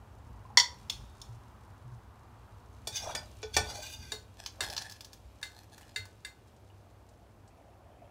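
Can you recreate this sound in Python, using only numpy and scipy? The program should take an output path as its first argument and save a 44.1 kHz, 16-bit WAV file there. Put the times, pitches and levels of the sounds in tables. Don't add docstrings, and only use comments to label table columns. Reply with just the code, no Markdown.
import sys
import numpy as np
from scipy import signal
from scipy.fft import rfft, irfft
from scipy.io import wavfile
from scipy.ndimage import uniform_filter1d

SR = 44100
rng = np.random.default_rng(int(sys.argv[2]) if len(sys.argv) > 2 else 0)


def generate_wav(signal):
    frames = np.transpose(np.atleast_2d(signal))
    scaled = np.clip(frames, -1, 1) * 32767
    pcm = np.round(scaled).astype(np.int16)
    wavfile.write(sys.argv[1], SR, pcm)


N = 357210
TIME = np.arange(N) / SR


def from_db(db):
    return 10 ** (np.asarray(db) / 20)


def rms_one(x):
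    return x / np.sqrt(np.mean(x ** 2) + 1e-20)


def unit_energy(x):
    return x / np.sqrt(np.sum(x ** 2) + 1e-20)


def band(x, low_hz, high_hz, order=2):
    edges_hz = [low_hz, min(high_hz, .48 * SR)]
    return signal.sosfilt(signal.butter(order, edges_hz, "band", fs=SR, output="sos"), x + 1e-18)


def level(rows):
    return from_db(np.interp(TIME, *np.transpose(rows)))


def strokes(rows, fade_s):
    gain = np.zeros(N)
    for start_s, end_s, level_db, change_db, *_ in rows:
        fade = np.clip(np.minimum(TIME - start_s, end_s - TIME) / fade_s, 0, 1)
        gain += fade * from_db(level_db + np.interp(TIME, [start_s, end_s], [0, change_db]))
    return gain


def swells(events, rise_db_per_s, fall_db_per_s):
    t = TIME[::32]
    power = 0
    for crest_s, crest_db in events:
        drop_db = np.maximum((crest_s - t) * rise_db_per_s, (t - crest_s) * fall_db_per_s)
        power = power + from_db(crest_db - drop_db) ** 2
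    return np.interp(TIME, t, np.sqrt(power + 1e-20))


def at_hz(points, hz):
    known_hz, values = np.transpose(points)
    return np.interp(np.log(hz + 1e-3), np.log(known_hz), values)


def colour(x, spectrum):
    hz = np.arange(N // 2 + 1) * SR / N
    low_cut = np.minimum(hz / spectrum[0][0], 1) ** 2
    return rms_one(irfft(rfft(x) * from_db(at_hz(spectrum, hz)) * low_cut, N))


def drift(knots_per_s, size=N):
    knots = rng.standard_normal(4000)
    return rms_one(np.interp(TIME[:size] * knots_per_s, np.arange(len(knots)), knots))


def grains(per_s, spread_db):
    out, draw = np.zeros(N), rng.random(N) * SR / per_s
    hit = draw < 1
    luck = 2 * draw[hit] - 1
    size_db = spread_db * np.minimum(-np.log(np.abs(luck)), 4)
    out[hit] = np.sign(luck) * from_db(size_db)
    return out


def resonate(x, hz, width_hz):
    r = np.exp(-np.pi * width_hz / SR)
    zeros = np.array([1, 0, -1]) * (1 - r * r) / 2
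    return signal.lfilter(zeros, [1, -2 * r * np.cos(2 * np.pi * hz / SR), r * r], x + 1e-18)


def gliding(x, hz, width_hz):
    turn, r = np.exp(2j * np.pi * np.cumsum(hz) / SR), np.exp(-np.pi * width_hz / SR)
    return 2 * np.real(turn * signal.lfilter([1 - r], [1, -r], x / turn + 1e-18))


def add(out, s, sound):
    start = max(int(s * SR), 0)
    out[start:start + len(sound)] += sound[:N - start]


def bubble(t, hz, level_db, cycles, glide):
    age = t * hz / cycles
    return from_db(level_db - 60 * age) * np.sin(2 * np.pi * hz * t * (1 + glide * age))


REGISTER_EDGES = [300, 1080, 3000, 7000, 17000]


def blows(events, modes, gain_db, crack_db, crack_t60, clang_db, clang_t60, rise_s, free_db, choke_s, broad_db):
    out, t = np.zeros(N), np.arange(SR // 4) / SR
    hz, mode_db, t60 = np.transpose(modes)[:, :, None]
    choke = np.exp(-t / choke_s) + from_db(free_db)
    burst_t60 = np.array([[crack_t60], [clang_t60]])
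    for s, level_db, *shares_db in events:
        strength = from_db(mode_db + 2 * rng.standard_normal(hz.shape))
        tones = np.sin(2 * np.pi * (hz * t + rng.random(hz.shape)))
        ring = choke * np.sum(strength * from_db(-60 * t / t60) * tones, axis=0)
        crack, clang = rng.standard_normal((2, len(t))) * from_db(-60 * t / burst_t60)
        burst = from_db(crack_db) * unit_energy(crack) + from_db(clang_db) * unit_energy(clang)
        body = sum(from_db(db) * resonate(burst, f, 250) for f, db, _ in modes)
        noise = np.linalg.norm(burst) * unit_energy(body + from_db(broad_db) * burst)
        blow = (unit_energy(ring) + noise) * (1 - np.exp(-t / rise_s))
        balanced = 0
        for share_db, low, high in zip(shares_db, REGISTER_EDGES, REGISTER_EDGES[1:]):
            balanced = balanced + from_db(share_db) * unit_energy(band(blow, low, high, order=4))
        add(out, s, from_db(level_db + gain_db) * unit_energy(balanced))
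    return out


# f/Hz, relative level/dB per Hz
AIR_SPECTRUM = [(76, -32), (130, -4), (156, -5), (335, -4), (765, -11.5), (2090, -24), (5730, -30),
                (15100, -36.5), (16000, -46)]


def room_air(level_db=-64):
    return from_db(level_db) * colour(rng.standard_normal(N), AIR_SPECTRUM)


# t/s, centre f/Hz, level/dB
HUSH_PATH = [(0, 870, -62), (2.298, 960, -61.5), (4.201, 753, -68), (8.1, 687.6, -68.5)]


def hollow_hush(width_hz=480, waver_db=.55):
    s, centre_hz, level_db = np.transpose(HUSH_PATH)
    noise = band(rng.standard_normal(N), 150, 1700)
    hush = rms_one(gliding(noise, np.interp(TIME, s, centre_hz), width_hz))
    return hush * from_db(np.interp(TIME, s, level_db) + waver_db * drift(25))


def hum(hz=99, level_db=-64, waver_db=2):
    gain = np.sqrt(2) * from_db(level_db + waver_db * drift(4))
    return gain * np.sin(2 * np.pi * hz * TIME + .5 * drift(9))


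# f/Hz, relative level/dB per Hz
RUMBLE_SPECTRUM = [(25, -21.5), (40, -13), (55, 5.5), (85, 0), (115, 0), (160, -17), (220, -11),
                   (320, -27.5), (900, -58)]
# t/s, level/dB before gain
HAND_LEVEL = [(0, -51.5), (2.2, -53.5), (3.2, -50), (5, -58.5), (8.1, -58.5)]
# crest t/s, level/dB before gain
HAND_JOLTS = [(.3, -45), (1.0, -44.5), (3.59, -39), (4.0, -45.5), (4.65, -46.5)]


def handling_rumble(gain_db=-2):
    rumble = colour(rng.standard_normal(N), RUMBLE_SPECTRUM)
    rumble = rumble / np.sqrt(uniform_filter1d(rumble ** 2, SR // 8))
    jolts = swells(HAND_JOLTS, rise_db_per_s=180, fall_db_per_s=91)
    return from_db(gain_db) * rumble * np.hypot(level(HAND_LEVEL), jolts)


# crest t/s, level/dB
WET_SWELLS = [(0, -74), (.8, -68.5), (2.4, -75), (3.1, -63.5), (4.6, -68), (5.8, -72.5)]


def wet_crackle(crackle_per_s=6000, snaps_per_s=22, snap_t60=.033, snap_db=-5, count=12):
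    t = np.arange(SR // 10) / SR
    crackle = 0
    for hz in np.geomspace(2400, 14000, count):
        crackle = crackle + resonate(grains(crackle_per_s / count, spread_db=.5), hz, hz / 12) / hz
    snap = band(rng.standard_normal(len(t)), 3500, 9500) * from_db(-60 * t / snap_t60)
    snaps = signal.fftconvolve(grains(snaps_per_s, spread_db=0.0), snap)[:N]
    wet = rms_one(rms_one(crackle) + from_db(snap_db) * rms_one(snaps))
    return wet * swells(WET_SWELLS, rise_db_per_s=38.5, fall_db_per_s=7)


# t/s, f/Hz, level/dB
PLIP_EVENTS = [(0.452, 1037, -45), (.503, 840, -47), (5.83, 2900, -54), (6.701, 2870, -57.5)]


def plips():
    out, t = np.zeros(N), np.arange(SR // 8) / SR
    for s, hz, level_db in PLIP_EVENTS:
        add(out, s, bubble(t, hz, level_db, cycles=90, glide=.033))
    return out


# t/s, level/dB before gain, relative lows, low mids, highs, top/dB
PLATE_BLOWS = [(.572, 4.7, -20, -12, -7.3, -24.5), (.586, -6, -22, -12, -7, -24),
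               (.598, -2, -32, -24, -7, -30)]
# f/Hz, relative level/dB, t60/s
PLATE_RING = [(975, -6, .09), (2002, 0, .08), (2049, 0, .085), (3186, -8, .13), (3433, -3, .13),
              (3480, -5, .07), (3700, -11, .08), (4150, -12, .07), (4305, -2, .08), (4385, -2, .09),
              (4484, -2, .09), (4570, -3, .1), (4680, -6, .07), (4802, -9, .08), (5060, -9, .07),
              (5290, -7, .09), (5378, -6, .1), (5450, -5, .1), (5530, -1, .11), (5780, -7, .08),
              (6028, -6, .09), (6756, -9, .1), (6953, -5, .09), (7850, -15, .1), (8166, -17, .09),
              (10010, -22, .12)]


def plate_blows():
    return blows(PLATE_BLOWS, PLATE_RING, gain_db=9.5, crack_db=-4.0, crack_t60=.063, clang_db=-14.5,
                 clang_t60=.1, rise_s=.00038, free_db=-11.0, choke_s=.016, broad_db=-16.5)


# t/s, level/dB before gain, relative lows, low mids, highs, top/dB
EDGE_TAPS = [(0.897, -19, -23.5, -12.5, -2.5, -15.5), (1.215, -34.5, -30, -52.5, -1.5, -10)]
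# f/Hz, relative level/dB, t60/s
BOWL_RING = [(2800, -11, 0.23), (2500, -21, .2), (3000, -13, .18), (3400, -4, 0.07), (3546, 2.5, 0.15),
             (3910, -6, .1), (4370, -2.5, 0.11), (5070, -2, 0.063), (5620, -6, .14), (5400, -2, .13),
             (6330, -7, 0.21), (6850, -9, 0.2), (8400, -13, 0.14), (9100, -6, .14)]


def edge_taps():
    return blows(EDGE_TAPS, BOWL_RING, gain_db=15.5, crack_db=-1.5, crack_t60=.036, clang_db=-13,
                 clang_t60=.41, rise_s=.0013, free_db=-28, choke_s=.0083, broad_db=-16)


# start t/s, end t/s, start f/Hz, end f/Hz, level/dB
SQUEAL_EVENTS = [(.99, 1.203, 3730, 3680, -74), (2.957, 3.015, 4595, 4670, -58),
                 (3.016, 3.071, 5380, 5850, -47), (3.07, 3.13, 5990, 5700, -51),
                 (3.164, 3.196, 4830, 4930, -41.5), (3.676, 3.729, 4810, 4880, -44)]


def squeals(jitter_hz=55, rough_db=3):
    out = np.zeros(N)
    for start_s, end_s, from_hz, to_hz, level_db in SQUEAL_EVENTS:
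        size = max(int((end_s - start_s) * SR), 64)
        hz = np.linspace(from_hz, to_hz, size) + jitter_hz * drift(369, size=size)
        swell = signal.windows.tukey(size, .5) * from_db(level_db + rough_db * drift(218, size=size))
        add(out, start_s, swell * np.sin(2 * np.pi * np.cumsum(hz) / SR))
    return out


# t/s, f/Hz, level/dB before onset swell
SOFT_BUMPS = [(1.288, 116, -36), (1.848, 122.7, -37), (1.919, 115.3, -38.5), (3.562, 81.5, -28),
              (3.567, 206, -42), (5.25, 62.8, -41), (5.988, 95.5, -39)]
# t/s, level/dB before mode level
POT_BOOMS = [(3.431, -28), (3.567, -30), (4.122, -36), (5.962, -46.5)]
# f/Hz, relative level/dB, t60/s
POT_DEEP_MODES = [(432, 0, 0.16), (390, -1, 0.033), (486, -3, 0.067), (630, -17, .07)]


def thumps(bump_t60=.32, swell_s=.01):
    out, t = np.zeros(N), np.arange(SR // 2) / SR
    tones = [(*row, bump_t60) for row in SOFT_BUMPS]
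    for s, boom_db in POT_BOOMS:
        tones += [(s, hz, boom_db + mode_db, t60) for hz, mode_db, t60 in POT_DEEP_MODES]
    for s, hz, db, t60 in tones:
        envelope = from_db(db - 60 * t / t60) * (1 - np.exp(-t / swell_s))
        add(out, s, envelope * np.sin(2 * np.pi * hz * t))
    return out


# t/s, level/dB before gain, relative lows, low mids, highs, top/dB
WALL_BLOWS = [(2.871, -19, -14, -25, -6.5, -13), (3.149, -18, -4.5, 2.5, 6, -1),
              (3.428, -25.5, -4, -4.5, 1.5, -40), (3.565, -5.5, -14, -13.5, -10, -19.5)]
# f/Hz, relative level/dB, t60/s
WALL_RING = [(430.7, 6, 0.19), (740, 16.5, 0.02), (866, 0, 0.35), (1160, 4, 0.065), (1487, 13, 0.27),
             (1786, 19, 0.16), (2334, 16.5, 0.12), (2390, -11, 0.059), (2430, -2, 0.101), (3240, -18, 0.21),
             (3440, 13, .15), (4060, 4, 0.085), (4515, 9, 0.14), (4400, 6, .13), (5010, 13, 0.087),
             (5100, -13, .1), (5630, 9.5, .11), (6520, 10.5, 0.033), (7130, 2, 0.11), (7700, -15, .08),
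             (8340, 10, 0.083), (8300, -17, .1), (8970, 7, 0.033)]


def wall_blows():
    return blows(WALL_BLOWS, WALL_RING, gain_db=12.5, crack_db=-5, crack_t60=.01, clang_db=1.5,
                 clang_t60=.071, rise_s=.0014, free_db=31, choke_s=.036, broad_db=-19)


# start t/s, end t/s, relative level/dB, level change/dB, resonance glide/share
SLIDES = [(2.913, 3.15, -42.5, -6.5, -0.041), (3.623, 3.951, -47, 1.5, 0.032),
          (3.944, 4.152, -57.5, 6, -0.035)]
# t/s, relative level/dB
DIG_INS = [(2.968, -35.5), (3.55, -37.5), (3.945, -44.5)]
# f/Hz, width/Hz, relative level/dB
SLIDE_RING = [(859, 22, 0), (1545, 27, 2), (1680, 20, -9), (1910, 31, -8), (2416, 55, 2), (2830, 55, -0.5),
              (3470, 46, 5), (3840, 47, 0), (4350, 73, 1), (4700, 61, 8), (5800, 190, 0), (5770, 68, -27),
              (6320, 190, -1), (6840, 68, -8), (7400, 210, -7.5), (10060, 120, -9)]


def wall_scrape(slips_per_s=3500, rough_db=2.5, wander_db=3.5, wander=.0091, crowd_db=-9,
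                crowd_db_per_octave=-3.0, count=44):
    pressure = strokes(SLIDES, fade_s=.046)
    sliding = np.flatnonzero(pressure)
    span = slice(sliding[0], sliding[-1] + SR // 10)
    pressure = pressure + swells(DIG_INS, rise_db_per_s=815, fall_db_per_s=705)
    slips = rms_one(grains(slips_per_s, spread_db=1.5)) * from_db(rough_db * drift(70)) * pressure
    slips = slips[span]
    crowd_hz = np.linspace(2200, 15500, count) + rng.normal(0, 70, count)
    crowd = [(hz, 75, crowd_db + crowd_db_per_octave * np.log2(hz / 2000)) for hz in crowd_hz]
    travel = []
    for start_s, end_s, _, _, glide in SLIDES:
        travel += [(start_s, -glide / 2), (end_s, glide / 2)]
    bend = 1 + np.interp(TIME[span], *np.transpose(travel))
    rub = 0
    for k, (hz, width_hz, db) in enumerate([*SLIDE_RING, *crowd]):
        centre_hz = hz * (bend + wander * drift(5.8, size=len(slips)))
        gain = (-1) ** k * from_db(db + wander_db * drift(14.87, size=len(slips)))
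        rub = rub + gain * gliding(slips, centre_hz, width_hz)
    out = np.zeros(N)
    out[span] = np.std(slips) * rms_one(rub)
    return out


# crest t/s, level/dB before gain
STIR_PUSHES = [(3.075, -31), (3.11, -30.5), (3.18, -46), (3.7, -35), (3.79, -38.5), (4.61, -40),
               (4.69, -40), (4.82, -57), (5.81, -49)]


def stirred_water(low_hz=500, high_hz=1800, hollow_hz=790, hollow_db=-2, gain_db=-11.0, count=4500):
    out, t = np.zeros(N), np.arange(SR // 20) / SR
    for when, size, strength in rng.random((count, 3)):
        hz = low_hz * (high_hz / low_hz) ** size
        add(out, when * N / SR, bubble(t, hz, 26.0 * strength, cycles=26, glide=.22) / np.sqrt(hz))
    out = out + from_db(hollow_db) * resonate(out, hollow_hz, 210)
    return from_db(gain_db) * rms_one(out) * swells(STIR_PUSHES, rise_db_per_s=235, fall_db_per_s=183)


# t/s, level/dB before gain, relative lows, low mids, highs, top/dB
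RIM_BLOWS = [(4.119, -25, -13.5, -15.5, -3.5, -16.5), (4.606, -21, -19.5, -20, -13.5, -23),
             (5.428, -27, -26, -10, -8, -20.5), (5.96, -23.5, -39, -11, -10, -23),
             (6.248, -31, -28.5, -6.5, -6.5, -15)]
# f/Hz, relative level/dB, t60/s
RIM_RING = [(1510, -7, 0.55), (1752, 10, 0.024), (1688, 4, 0.12), (2070, 0.5, 0.28), (2340, -10, 0.13),
            (2726, -2, 0.086), (3630, -0.5, .09), (3720, -15, 0.27), (3770, 0.5, 0.086), (4310, -4.5, 0.23),
            (4650, 2.5, 0.05), (5085, -32.5, 0.28), (5650, -11, 0.1), (6400, -17, 0.082), (7100, 2, 0.021),
            (7880, -8.5, 0.086), (8200, -1.5, 0.051), (7900, -20.5, 0.03), (8800, -1, 0.03),
            (9080, -3.5, 0.058), (9740, -1, 0.046)]


def rim_blows():
    return blows(RIM_BLOWS, RIM_RING, gain_db=19, crack_db=-29, crack_t60=.0066, clang_db=-8.5,
                 clang_t60=.18, rise_s=.0008, free_db=-10.5, choke_s=.016, broad_db=3)


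# start t/s, end t/s, level/dB before gain, level change/dB
RASPS = [(4.36, 4.47, -59.5, 7.5), (4.61, 4.76, -44, -5), (4.76, 4.99, -47, -18.5), (5.5, 5.66, -60.5, -6),
         (5.71, 5.94, -57.5, -11)]
# f/Hz, relative level/dB per Hz
GRIT_SPECTRUM = [(650, 10), (850, 4.5), (1200, -20), (1700, 5.5), (2200, -5), (3300, -0.5), (5200, 0),
                 (6300, -4), (9000, -7.5), (15000, -15.5)]


def bottom_scrape(grains_per_s=1100, rough_db=3.0, wander_db=3, gain_db=1, count=17):
    grit = grains(grains_per_s, spread_db=5.5) * from_db(rough_db * drift(50))
    rasp = 0
    for k, hz in enumerate(np.linspace(850, 14500, count)):
        rasp = rasp + (-1) ** k * from_db(wander_db * drift(14)) * resonate(grit, hz, 210)
    return from_db(gain_db) * colour(rasp, GRIT_SPECTRUM) * strokes(RASPS, fade_s=.023)


# t/s, level/dB before gain
BOTTOM_KNOCKS = [(4.461, -21.5), (4.7, -26), (4.765, -21), (4.778, -17.5), (4.82, -28), (4.897, -33),
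                 (4.912, -36), (4.921, -32.5), (5.007, -31), (5.046, -33), (5.131, -35), (5.414, -41.5),
                 (5.78, -39), (5.81, -41.5), (6.054, -38.5)]
# level/dB before gain, relative lows, low mids, highs, top/dB
KNOCK_BALANCE = [(-40.5, -13, 7, 0.0045, 1), (-34.5, -52, -11.5, 0, -6.5), (-5, -9, -12, 0.01, -29)]
# f/Hz, relative level/dB, t60/s
BOTTOM_RING = [(890, 30, .03), (1585, 5, .1), (1700, 16, .06), (2410, 4, .04), (3460, 4, .03),
               (4030, 8, .025), (4400, 8, .025), (4750, 11, .03), (5300, 10, .03), (5900, 4, .03)]


def bottom_knocks():
    known_db, *shares_db = np.transpose(KNOCK_BALANCE)
    events = [(s, db, *[np.interp(db, known_db, share) for share in shares_db]) for s, db in BOTTOM_KNOCKS]
    return blows(events, BOTTOM_RING, gain_db=11.5, crack_db=-11, crack_t60=.027, clang_db=-8.0,
                 clang_t60=.067, rise_s=.0003, free_db=4, choke_s=.011, broad_db=5)


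# t/s, level/dB before the resonances' lift
DRAIN_LEVEL = [(6.4, -81), (7.4, -68.5), (8.1, -62.5)]


def trickle(per_s=380, spread_db=2.2, cycles=18, db_per_octave=-6, burble_hz=700, burble_db=9,
            patter_hz=2500, patter_db=3, count=24):
    plops = 0
    for hz in np.geomspace(540, 3100, count):
        plop = rms_one(resonate(grains(per_s / count, spread_db), hz, hz / cycles))
        plops = plops + from_db(db_per_octave * np.log2(hz / burble_hz)) * plop
    burble = from_db(burble_db) * resonate(plops, burble_hz, 220)
    patter = from_db(patter_db) * resonate(plops, patter_hz, 700)
    return rms_one(plops + burble + patter) * level(DRAIN_LEVEL)


# t/s, level/dB before gain
DROP_EVENTS = [(6.479, -54.5), (6.564, -54.5), (6.774, -64), (7.089, -49), (7.477, -48.5)]


def drips(tick_t60=.065, gain_db=-7):
    out, t = np.zeros(N), np.arange(SR // 10) / SR
    for s, level_db in DROP_EVENTS:
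        tick = band(rng.standard_normal(len(t)), 3900, 8460)
        add(out, s, from_db(level_db + gain_db - 60 * t / tick_t60) * tick)
    return out


# f/Hz, t60/s
ROOM_DECAY = [(300, 0.69), (1000, .28), (3000, 0.22), (7000, 0.2138)]


def kitchen(x, wet_db=-10.5, gap_s=.008, linger_db=-24, linger_t60=.45):
    t, edges = np.arange(SR * 3 // 4) / SR, np.geomspace(150, 19000, 8)
    linger = from_db(linger_db - 60 * t / linger_t60)
    tail = 0
    for low, high in zip(edges, edges[1:]):
        decay = from_db(-60 * t / at_hz(ROOM_DECAY, np.sqrt(low * high))) + linger
        tail = tail + band(rng.standard_normal(len(t)), low, high) * decay
    tail = unit_energy(tail * np.clip(t / gap_s - .5, 0, 1))
    return x + from_db(wet_db) * signal.fftconvolve(x, tail)[:N]


def scene():
    background = room_air() + hollow_hush() + hum() + handling_rumble()
    knocks = plate_blows() + edge_taps() + wall_blows() + rim_blows() + bottom_knocks()
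    scrapes = squeals() + wall_scrape() + bottom_scrape()
    wet = wet_crackle() + plips() + stirred_water() + trickle() + drips()
    return (kitchen(knocks + scrapes + wet) + thumps() + background)[None]


def record(dry, cutoff_hz=15700):
    return signal.sosfilt(signal.ellip(10, .1, 80, cutoff_hz, fs=SR, output="sos"), dry)


dry = scene()
out = record(dry)
generate_wav(out)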